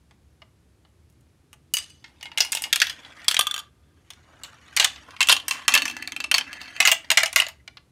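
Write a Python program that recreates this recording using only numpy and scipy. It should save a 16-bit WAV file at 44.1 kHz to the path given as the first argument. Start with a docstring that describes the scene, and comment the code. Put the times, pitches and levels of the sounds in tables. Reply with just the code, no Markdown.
"""Marble run in a carpeted room

A glass marble runs down a plastic toy track: it rolls along chutes, drops through tubes, bounces and rattles
on each piece, and ends in a tray of marbles. Blows and fine bumps ring banks of decaying modes, one bank for
each stretch of track. Filtered clicks add thumps and a hollow drone; a diffuse tail makes the room.
Shaped noise lies underneath as a low rumble and faint hiss."""
import sys
import numpy as np
from scipy import signal
from scipy.fft import rfft, irfft
from scipy.io import wavfile
from scipy.ndimage import uniform_filter1d, minimum_filter1d

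SR = 44100
rng = np.random.default_rng(int(sys.argv[2]) if len(sys.argv) > 2 else 0)


def unload_wav(signal):
    """Save mono or channel-first audio to the path in sys.argv[1] as 16-bit WAV at rate SR, clipped to [-1, 1]."""
    wavfile.write(
        sys.argv[1],
        SR,
        np.round(np.clip(np.atleast_2d(signal).T, -1, 1) * 32767).astype(np.int16),
    )


N = 348831
WALL_MODES = 200   # short, dense modes in every piece

# Clear resonances of the pieces of track.
# Each row: pitch in Hz, width in Hz (held within 20 to 500 when rung), level in dB.
FUNNEL = [(2930, 57, 3), (4800, 11, 0), (6200, 40, 2.5), (6520, 280, -10), (8400, 530, -9)]
WHEEL = [(899, 100, 3.5), (2140, 28, -3), (2880, 40, -2), (5025, 100, -14), (5950, 37, -17),
         (6100, 73, -17), (6730, 180, -17)]
ARC = [(1900, 89, -9), (2040, 58, -31), (3346, 150, -4.5), (6700, 230, -11.5)]
CUP = [(1205, 50, 3), (1600, 100, -4), (2700, 110, -6), (3120, 70, -2), (3440, 90, 1), (4520, 170, -8),
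       (5730, 70, -11), (6800, 100, -9)]
SNAKE = [(2940, 66, -3.5), (3560, 29, -5), (5700, 160, -7.5), (6700, 690, -5.5)]
RAMP = [(1072, 110, -3.5), (2712, 43, -2.5), (3170, 170, -6.5), (4970, 150, -19.5), (5000, 63, -14),
        (6370, 53, -11.5)]
PADDLES = [(1724, 57, -2), (2010, 140, -7), (2653, 59, 2), (3134, 37, -2.5), (4398, 140, -4.5),
           (4400, 100, -5.5), (6375, 240, -7)]
TRAY = [(656, 44, -6.5), (2057, 100, -1), (2863, 120, -5), (4150, 48, -26), (5960, 150, -38.5),
        (6350, 24, -12), (6780, 84, -5)]
# The route, one stretch per row. Each row: start in seconds, resonances of the piece in use.
ROUTE = [(0, TRAY), (1.7, FUNNEL), (2.02, WHEEL), (2.7, ARC), (3.38, CUP), (4.0, SNAKE), (5.05, RAMP),
         (5.65, PADDLES), (6.78, TRAY)]
# How each stretch responds. Each row: body below 1.5 kHz in dB for a blow of 0 dB or more,
# clear resonances over wall modes in dB when rolled on.
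CONTACT = [(-6.5, 4), (-28, 5.5), (-22.5, 3), (-26.5, 4), (-12.5, 8.5), (-18, 6), (-18.5, 6.5), (-15, 8),
           (-16, 4)]


def from_db(db):
    """Decibels to gain."""
    return 10 ** (np.asarray(db) / 20)


def in_time(rows):
    """Curve columns at every sample."""
    s, *columns = np.transpose(rows)
    return [np.interp(np.arange(N) / SR, s, column) for column in columns]


def at_hz(points, hz):
    """A spectrum read on a log-frequency axis."""
    point_hz, point_db = np.transpose(points)
    return np.interp(np.log(hz), np.log(point_hz), point_db)


def band(x, low_hz, high_hz):
    """Band-pass scaled to rms 1."""
    x = signal.sosfilt(signal.butter(2, [low_hz, high_hz], "band", fs=SR, output="sos"), x)
    return x / np.std(x)


def band_db(x, low_hz, high_hz):
    """Energy of a band in dB against the whole sound."""
    power = np.abs(rfft(x)) ** 2
    hz = np.arange(len(power)) * SR / len(x)
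    return 10 * np.log10(power[(hz > low_hz) & (hz < high_hz)].sum() / power.sum())


def grains(size, per_s, spread_db):
    """Random clicks of uneven size, rms near 1."""
    clicks = (rng.random(size) < per_s / SR) * rng.standard_normal(size)
    clicks = clicks * from_db(spread_db * np.minimum(rng.exponential(1, size), 4))
    return clicks / np.sqrt(np.mean(clicks ** 2) + 1e-20)


def random_signs(count):
    """Polarity of each mode, up or down at random."""
    return rng.choice([-1, 1], count)


def is_clear(hz):
    """Mark the clear resonances, which stand ahead of the wall modes."""
    return np.arange(len(hz)) < len(hz) - WALL_MODES


def stretch_at(s):
    """Number of the stretch of the route in use at a time in seconds."""
    return np.searchsorted([start for start, piece in ROUTE], s, "right") - 1


def background():
    """Steady low rumble of the house and microphone hiss: noise shaped by one spectrum."""
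    # Rumble and hiss spectrum. Each row: frequency in Hz, level in dB per Hz.
    rumble = [(15, -68), (25, -26), (55, -15.5), (70, -3), (95, -10), (120, -11), (214, -19), (259, -21),
              (349, -20.5), (389, -23.5), (553, -29), (746, -33), (7300, -44), (11000, -45), (16500, -61)]
    level_db = -59   # rms
    hz = np.maximum(np.arange(N // 2 + 1) * SR / N, 1)
    noise = irfft(rfft(rng.standard_normal(N)) * from_db(at_hz(rumble, hz)), N)
    return from_db(level_db) * noise / np.std(noise)


def room(x):
    """A diffuse tail whose treble dies sooner on carpet."""
    t60_s, treble_ratio, build_up_s = 0.21, 0.26, 0.029
    t = np.arange(SR // 2) / SR
    noise = rng.standard_normal(len(t))
    low = signal.sosfilt(signal.butter(1, 4000, fs=SR, output="sos"), noise)
    treble = noise - low
    tail = low * from_db(-60 * t / t60_s) + treble * from_db(-60 * t / (treble_ratio * t60_s))
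    tail *= np.clip(t / build_up_s, 0, 1)
    return signal.fftconvolve(x, tail / np.sqrt(np.sum(tail ** 2)))[:N]


def modes_of(piece):
    """Pitches and decaying sines of a piece: its clear resonances plus many short wall modes."""
    # Dense wall modes of the plastic. Each row: frequency in Hz, relative level in dB per Hz.
    walls = [(180, -70.5), (300, -40.5), (638, -13.5), (1600, -7), (2740, -6), (8440, -7.5), (13700, -17.5),
             (16500, -28.5)]
    wall_t60_s, wall_db = 0.024, 14   # decay at 3 kHz, lift over the table
    t = np.arange(3072) / SR
    hz, width, level_db = np.transpose(piece)
    width = np.clip(width, 20, 500)

    wall_hz = np.linspace(300 ** .5, 16500 ** .5, WALL_MODES) ** 2 * rng.uniform(.99, 1.01, WALL_MODES)
    wall_width = np.log(1000) / np.pi / wall_t60_s * (wall_hz / 3000) ** 0.83
    # sparser high modes each stand for a wider band; wide modes need more height for the same peak
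    wall_gain = from_db(wall_db + at_hz(walls, wall_hz)) * np.sqrt((wall_hz / 3000) ** .5 * wall_width)

    hz, gain = np.r_[hz, wall_hz], np.r_[from_db(level_db) * width, wall_gain]
    width = np.r_[width, wall_width]
    decay = np.exp(-np.pi * width[:, None] * t)
    return hz, gain[:, None] * decay * np.sin(2 * np.pi * hz[:, None] * t)


def rubbing(bodies, bumps, start_s, end_s):
    """Fine bumps ring whichever piece the marble is on, in overlapping steps with fresh mode strengths."""
    step = 1024
    fade = np.hanning(2 * step) ** .5
    rung = np.zeros(N + 8192)
    for a in range(round(start_s * SR), round(end_s * SR), step):
        stretch = stretch_at((a + step) / SR)
        hz, rings = bodies[stretch]
        # steady rubbing builds up the narrow resonances
        clear = from_db(CONTACT[stretch][-1] * is_clear(hz))
        # as the contact point travels, other modes come forward
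        strength = clear * from_db(rng.normal(0, 2, len(hz))) * random_signs(len(hz))
        body = strength @ rings
        sound = signal.fftconvolve(fade * bumps[a:a + 2 * step], body / np.sqrt(np.sum(body ** 2)))
        rung[a:a + len(sound)] += sound
    return rung[:N]


def moving_colour(x, centre_hz):
    """Half-octave bands weighted around a centre that moves in time, falling off on both sides."""
    below_db_per_octave, above_db_per_octave = 6, 8.5
    quarter_octave = 2 ** .25
    out = 0
    for k, hz in enumerate(500 * 2 ** np.arange(0, 5, .5)):
        octaves = np.log2(hz / centre_hz)
        slope_db = np.where(octaves > 0, -above_db_per_octave * octaves, below_db_per_octave * octaves)
        # alternating signs keep neighbouring bands from cancelling where they meet
        sign = (-1) ** k
        out = out + sign * from_db(slope_db) * band(x, hz / quarter_octave, hz * quarter_octave)
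    return out


def tower_drone(bumps):
    """Hollow drone of the tower: the rolling bumps through one low band."""
    # Drone level. Each row: time in seconds, level in dB.
    drone_curve = [(1.78, -74.5), (2.8, -64), (3.6, -68.5), (3.8, -76), (4.3, -70), (5.15, -65.5),
                   (5.3, -57), (5.6, -62), (5.75, -46.5), (6.25, -54.5), (6.7, -59.5), (7.1, -62),
                   (7.62, -94)]
    centre_hz, width_hz = 278, 79
    level_db, = in_time(drone_curve)
    return from_db(level_db) * band(bumps, centre_hz - width_hz / 2, centre_hz + width_hz / 2)


def rolling(bodies):
    """Fine bumps of the chute excite the track and tower; speed and curve shift the colour."""
    # The marble rolling. Each row: time in seconds, rumble level in dB (before halving), centre of colour in Hz.
    roll = [(1.78, -40.5, 5240), (2.0, -67.5, 3620), (2.3, -61.5, 1900), (2.8, -48.5, 2300),
            (3.1, -49, 1760), (3.3, -48.5, 2160), (3.6, -49.5, 1900), (3.72, -82, 1600), (4.0, -71.5, 2220),
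            (4.3, -54, 1150), (4.74, -49.5, 1950), (4.95, -47.5, 2160), (5.08, -52, 1730),
            (5.15, -53.5, 2050), (5.45, -53.5, 2050), (5.6, -37.5, 1940), (5.7, -56.5, 2380),
            (6.05, -45.5, 2000), (6.29, -110, 1970), (6.47, -45, 1870), (6.75, -42.5, 2130),
            (7.09, -59.5, 2000), (7.5, -79, 2016), (7.62, -72, 2000)]
    start_s, end_s = roll[0][0], roll[-1][0]
    rumble_db, centre_hz = in_time(roll)
    knots = np.arange(0, N, 600)
    uneven_db = np.interp(np.arange(N), knots, rng.normal(0, 2.5, len(knots)))
    bumps = from_db(uneven_db) * grains(N, per_s=4000, spread_db=2.5)
    rumble = moving_colour(rubbing(bodies, bumps, start_s, end_s), centre_hz)
    t = np.arange(N) / SR
    moving = (t > start_s) & (t < end_s)
    return moving * (from_db(rumble_db) * rumble * .5 + tower_drone(bumps))


def blows():
    """Single hits, bounces and ridge ticks as rows of the same columns, plus the stretch of the route."""
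    # Marble strikes plastic. Each row: time in seconds, peak in dB, sharpness above 6 kHz in dB,
    # pitch of the struck spot in Hz, rattle t60 in seconds.
    hits = [(0.11, -43, -16, 2080, 0.11), (0.419, -36.5, -34, 2050, 0.082), (0.85, -47, -39, 1730, 0.11),
            (1.1, -43, 13, 2380, 0.12), (1.125, -57, 8, 1680, 0.12), (1.209, -52, 6, 2870, 0.11),
            (1.53, -31.5, -3, 2980, 0.09), (1.738, -0.5, 2.5, 2960, 0.12), (1.769, -10, -4.5, 3300, 0.091),
            (1.785, -17.5, -3, 2980, 0.1), (1.903, -37.5, -8, 2760, 0.1), (2.042, -31, -27, 1760, 0.19),
            (2.21, -31, -20.5, 2970, 0.12), (2.228, -23.5, -14, 2900, 0.14),
            (2.256, -25, -29.5, 2960, 0.13), (2.317, -28.5, -48, 2100, 0.1),
            (2.375, -9.5, -13.5, 3000, 0.19), (2.381, -11.5, -11, 2970, 0.15),
            (2.405, 0.5, -14, 5160, 0.14), (2.42, -22, -5, 3040, 0.12), (2.449, -19.5, -9, 2650, 0.23),
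            (2.52, -10, 7, 3170, 0.17), (2.529, -13.5, -11, 3095, 0.18), (2.55, -7.5, -6.5, 3020, 0.19),
            (2.571, -15.5, -15.5, 2970, 0.12), (2.621, -15, 6, 3450, 0.15), (2.639, -13, -12, 2900, 0.14),
            (2.728, -3.5, -10.5, 3200, 0.14), (2.759, -5.5, -6, 3000, 0.09), (2.801, -8.5, -12, 4000, 0.17),
            (2.817, -2, -16.5, 1720, 0.14), (2.869, -17, -13, 2740, 0.16), (2.897, -16, -14, 3130, 0.17),
            (3.049, -31.5, -36, 3500, 0.13), (3.217, -38, -23, 2190, 0.11), (3.245, -30.5, -9, 2210, 0.1),
            (3.282, 0, -7, 3850, 0.082), (3.304, -19.5, -7, 4860, 0.1), (3.312, -8.5, -9.5, 3380, 0.098),
            (3.32, -16.5, -11, 3120, 0.12), (3.344, -9.5, -6, 2200, 0.065),
            (3.367, -6.5, -14.5, 3530, 0.054), (3.392, 1.5, -2.5, 3630, 0.11),
            (3.41, -4.5, -3.5, 3440, 0.097), (4.104, -27.5, -8, 3090, 0.096),
            (4.135, -36.5, -5, 2680, 0.12), (4.435, -22.5, -5, 2680, 0.19), (4.447, -26, -25, 3150, 0.15),
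            (4.733, -51, 6, 1910, 0.12), (4.765, -6.5, -6, 2200, 0.12), (4.773, -6, -15, 2260, 0.14),
            (4.798, -2, -12.5, 3030, 0.26), (4.826, -9, -23, 2700, 0.11), (4.845, -0.5, -7.5, 3070, 0.098),
            (4.959, -30.5, -27, 3180, 0.15), (5.107, -36.5, -15, 2000, 0.14),
            (5.165, -30.5, -25, 2130, 0.07), (5.206, -5.5, -16.5, 2940, 0.12),
            (5.214, -4.5, -13.5, 2780, 0.1), (5.228, -4.5, -12.5, 2800, 0.091),
            (5.272, -13, -4.5, 2800, 0.1), (5.287, 1.5, -12, 3500, 0.12), (5.295, -1, -11.5, 3340, 0.074),
            (5.3, -1, -18, 4920, 0.12), (5.316, -1, -9, 3320, 0.12), (5.325, 1, -8.5, 3250, 0.076),
            (5.366, -11.5, -16, 3540, 0.11), (5.4, -23.5, -16, 3230, 0.1), (5.482, -8.5, -0.5, 2740, 0.18),
            (5.51, -7, -11, 2550, 0.18), (5.68, 4, -10.5, 2710, 0.13), (5.722, -14, -22, 2610, 0.1),
            (5.739, 0.5, -4, 2690, 0.14), (5.75, -1.5, -9.5, 2470, 0.12), (5.761, -6, -25, 2100, 0.12),
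            (5.776, -6, -14.5, 2740, 0.095), (6.314, -2.5, -12.5, 2700, 0.064),
            (6.342, 2, -13.5, 3800, 0.13), (6.382, -3, -10, 3130, 0.07), (6.41, -14.5, -31, 2620, 0.13),
            (6.53, -20.5, -15.5, 2700, 0.075), (6.615, -25, -16, 2660, 0.18),
            (6.679, -30.5, -35, 1720, 0.1), (6.764, -24, -15.5, 2620, 0.055), (6.803, 8, -11, 2540, 0.075),
            (6.826, -12, -19, 2770, 0.13), (6.852, 8, -9.5, 3160, 0.093), (6.874, 4.5, -11.5, 2570, 0.1),
            (6.916, 4, -5.5, 2550, 0.092), (7.045, -31.5, -23, 1680, 0.12), (7.103, -2.5, -11, 2730, 0.13),
            (7.115, -3.5, -8, 2810, 0.076), (7.173, 7, -13, 1950, 0.098), (7.233, -5, -11.5, 2020, 0.085),
            (7.259, -9, -8.5, 2860, 0.11), (7.329, -18, -8, 2990, 0.1), (7.36, 4, -9.5, 2020, 0.1),
            (7.39, -12.5, -19, 2015, 0.093), (7.4, -1, -11.5, 2770, 0.12), (7.419, -12, -21, 2170, 0.13),
            (7.466, -20.5, -17, 1960, 0.12), (7.485, -26, -7.5, 2900, 0.13), (7.677, -26, -18, 2090, 0.076),
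            (7.771, -28.5, -36, 2960, 0.063)]
    # The marble bounces to rest, each hop shorter and softer. Each row: first blow in seconds, its peak in dB,
    # sharpness in dB, spot in Hz, rattle t60 in seconds, loss in dB per hop.
    bounces = [(3.469, -10.5, -8, 3450, 0.065, 2.5), (5.82, -8.5, -12, 2620, 0.16, 4)]
    # Timing of those bounces. Each row: first hop in seconds, length ratio of each hop to the last, blow count.
    hops = [(.042, .72, 7), (.0345, .73, 5)]
    rows = list(hits)
    for (s, peak_db, *colour, loss_db), (hop_s, ratio, count) in zip(bounces, hops):
        for k in range(count):
            elapsed_s = hop_s * (1 - ratio ** k) / (1 - ratio)
            rows.append((s + elapsed_s, peak_db - loss_db * k, *colour))

    # the marble speeds up over evenly spaced ridges
    first_s, ridges_per_s, gain_per_s2, ridge_count = 5.967, 16.4, 40.5, 7
    first_db, rise_db, sharp_db, rattle_t60_s = -18.5, 0.77, -14.5, 0.093
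    first_spot_hz, spot_hz_per_tick = 2020, 150
    for k in range(ridge_count):
        speed = np.sqrt(ridges_per_s ** 2 + 2 * gain_per_s2 * k)
        s = first_s + (speed - ridges_per_s) / gain_per_s2
        rows.append((s, first_db + rise_db * k, sharp_db, first_spot_hz + spot_hz_per_tick * k, rattle_t60_s))
    return [(*row, stretch_at(row[0])) for row in rows]


def thumps():
    """Blows shake the whole tower on the carpet, heard as low band-passed clicks."""
    lift_db = 6.5
    clicks = np.zeros(N)
    for s, peak_db, *colour, stretch in blows():
        clicks[round(s * SR)] = from_db(peak_db + .5 * CONTACT[stretch][0] + lift_db)
    return signal.sosfilt(signal.butter(2, [70, 330], "band", fs=SR, output="sos"), clicks + 1e-18)


def struck_body(body, peak_db, sharp_db, spot_hz, stretch):
    """Ring of one blow: fresh mode strengths, favoured around the struck spot and tilted in tone."""
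    # Clear resonances over wall modes when struck, in dB, one value per stretch.
    clear_lift_db = [0, 7, 6, 2, 12, 0, 5, 3, 2]
    spot_db, spot_octaves = 7, 0.28
    clear_spread_db, wall_spread_db = 3, 2.5   # change of mode strengths from blow to blow
    body_db_per_db = -0.2   # a light touch is longer and feeds the low modes more
    hz, rings = body
    clear = is_clear(hz)
    favoured_db = spot_db * np.exp(-(np.log2(hz / spot_hz) / spot_octaves) ** 2)
    favoured_db = favoured_db + clear_lift_db[stretch] * clear
    spread_db = np.where(clear, clear_spread_db, wall_spread_db) * rng.standard_normal(len(hz))
    strength = from_db(favoured_db + spread_db) * random_signs(len(hz))
    plain = strength @ rings

    # lean the low and high modes towards the body and sharpness of this blow
    body_db = CONTACT[stretch][0] + body_db_per_db * min(peak_db, 0)
    low_lift_db = body_db - band_db(plain, 500, 1500)
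    high_lift_db = sharp_db - band_db(plain, 6000, 15000)
    tilt = [(900, low_lift_db), (1800, 0), (4500, 0), (9000, high_lift_db)]
    return (strength * from_db(at_hz(tilt, hz))) @ rings


def glass_crack(sharp_db):
    """Glass meeting plastic: a very short bright noise burst, relative to the peak of the ring."""
    level_db, t60_s = -11.5, 0.00081
    t = np.arange(200) / SR
    return np.diff(rng.standard_normal(201)) * from_db(level_db + sharp_db - 60 * t / t60_s)


def strikes(bodies):
    """Each blow rings the piece with fresh mode strengths, then the marble chatters against the walls."""
    joints_db, joints_t60_s, rattle_db = -18.5, 0.017, -29
    out, size = np.zeros(N + 16384), 8192
    t = np.arange(size) / SR
    for s, peak_db, sharp_db, spot_hz, rattle_t60_s, stretch in blows():
        ring = struck_body(bodies[stretch], peak_db, sharp_db, spot_hz, stretch)
        # loose joints pass the blow on for a few milliseconds, the chatter lasts longer
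        shake = from_db(joints_db - 60 * t / joints_t60_s) + from_db(rattle_db - 60 * t / rattle_t60_s)
        push = shake * grains(size, per_s=2500, spread_db=1.5)
        push[0] = 1   # the blow itself
        sound = signal.fftconvolve(push, ring)
        sound[:200] += glass_crack(sharp_db) * np.abs(sound).max()
        at = round(s * SR)
        out[at:at + len(sound)] += sound * from_db(peak_db) / np.abs(sound).max()
    return out[:N]


def scene():
    """Marble, room and background."""
    room_db = -20.5
    bodies = [modes_of(piece) for s, piece in ROUTE]
    # small light pieces radiate little bass
    struck = signal.sosfilt(signal.butter(3, 560, "high", fs=SR, output="sos"), strikes(bodies))
    marble = struck + rolling(bodies) + thumps()
    return (marble + from_db(room_db) * room(marble) + background())[None]


def record(dry):
    """The microphone drops deep bass, a fast limiter holds the loudest blows, the top is cut."""
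    limit_db, release_db_per_s, cutoff_hz = -1.7, 900, 17000
    x = signal.sosfilt(signal.butter(2, 35, "high", fs=SR, output="sos"), dry)
    fall_db = release_db_per_s * np.arange(N) / SR
    # peaks hold the level, which then falls at the release rate
    held_db = np.maximum.accumulate(20 * np.log10(np.abs(x) + 1e-9) + fall_db, axis=1) - fall_db
    cut_db = np.minimum(limit_db - held_db, 0)
    # spread and smooth the cut over about 1 ms around each peak
    cut_db = uniform_filter1d(minimum_filter1d(cut_db, size=45), size=45)
    return signal.sosfilt(signal.cheby2(12, 70, cutoff_hz, fs=SR, output="sos"), x * from_db(cut_db))


dry = scene()
out = record(dry)
unload_wav(out)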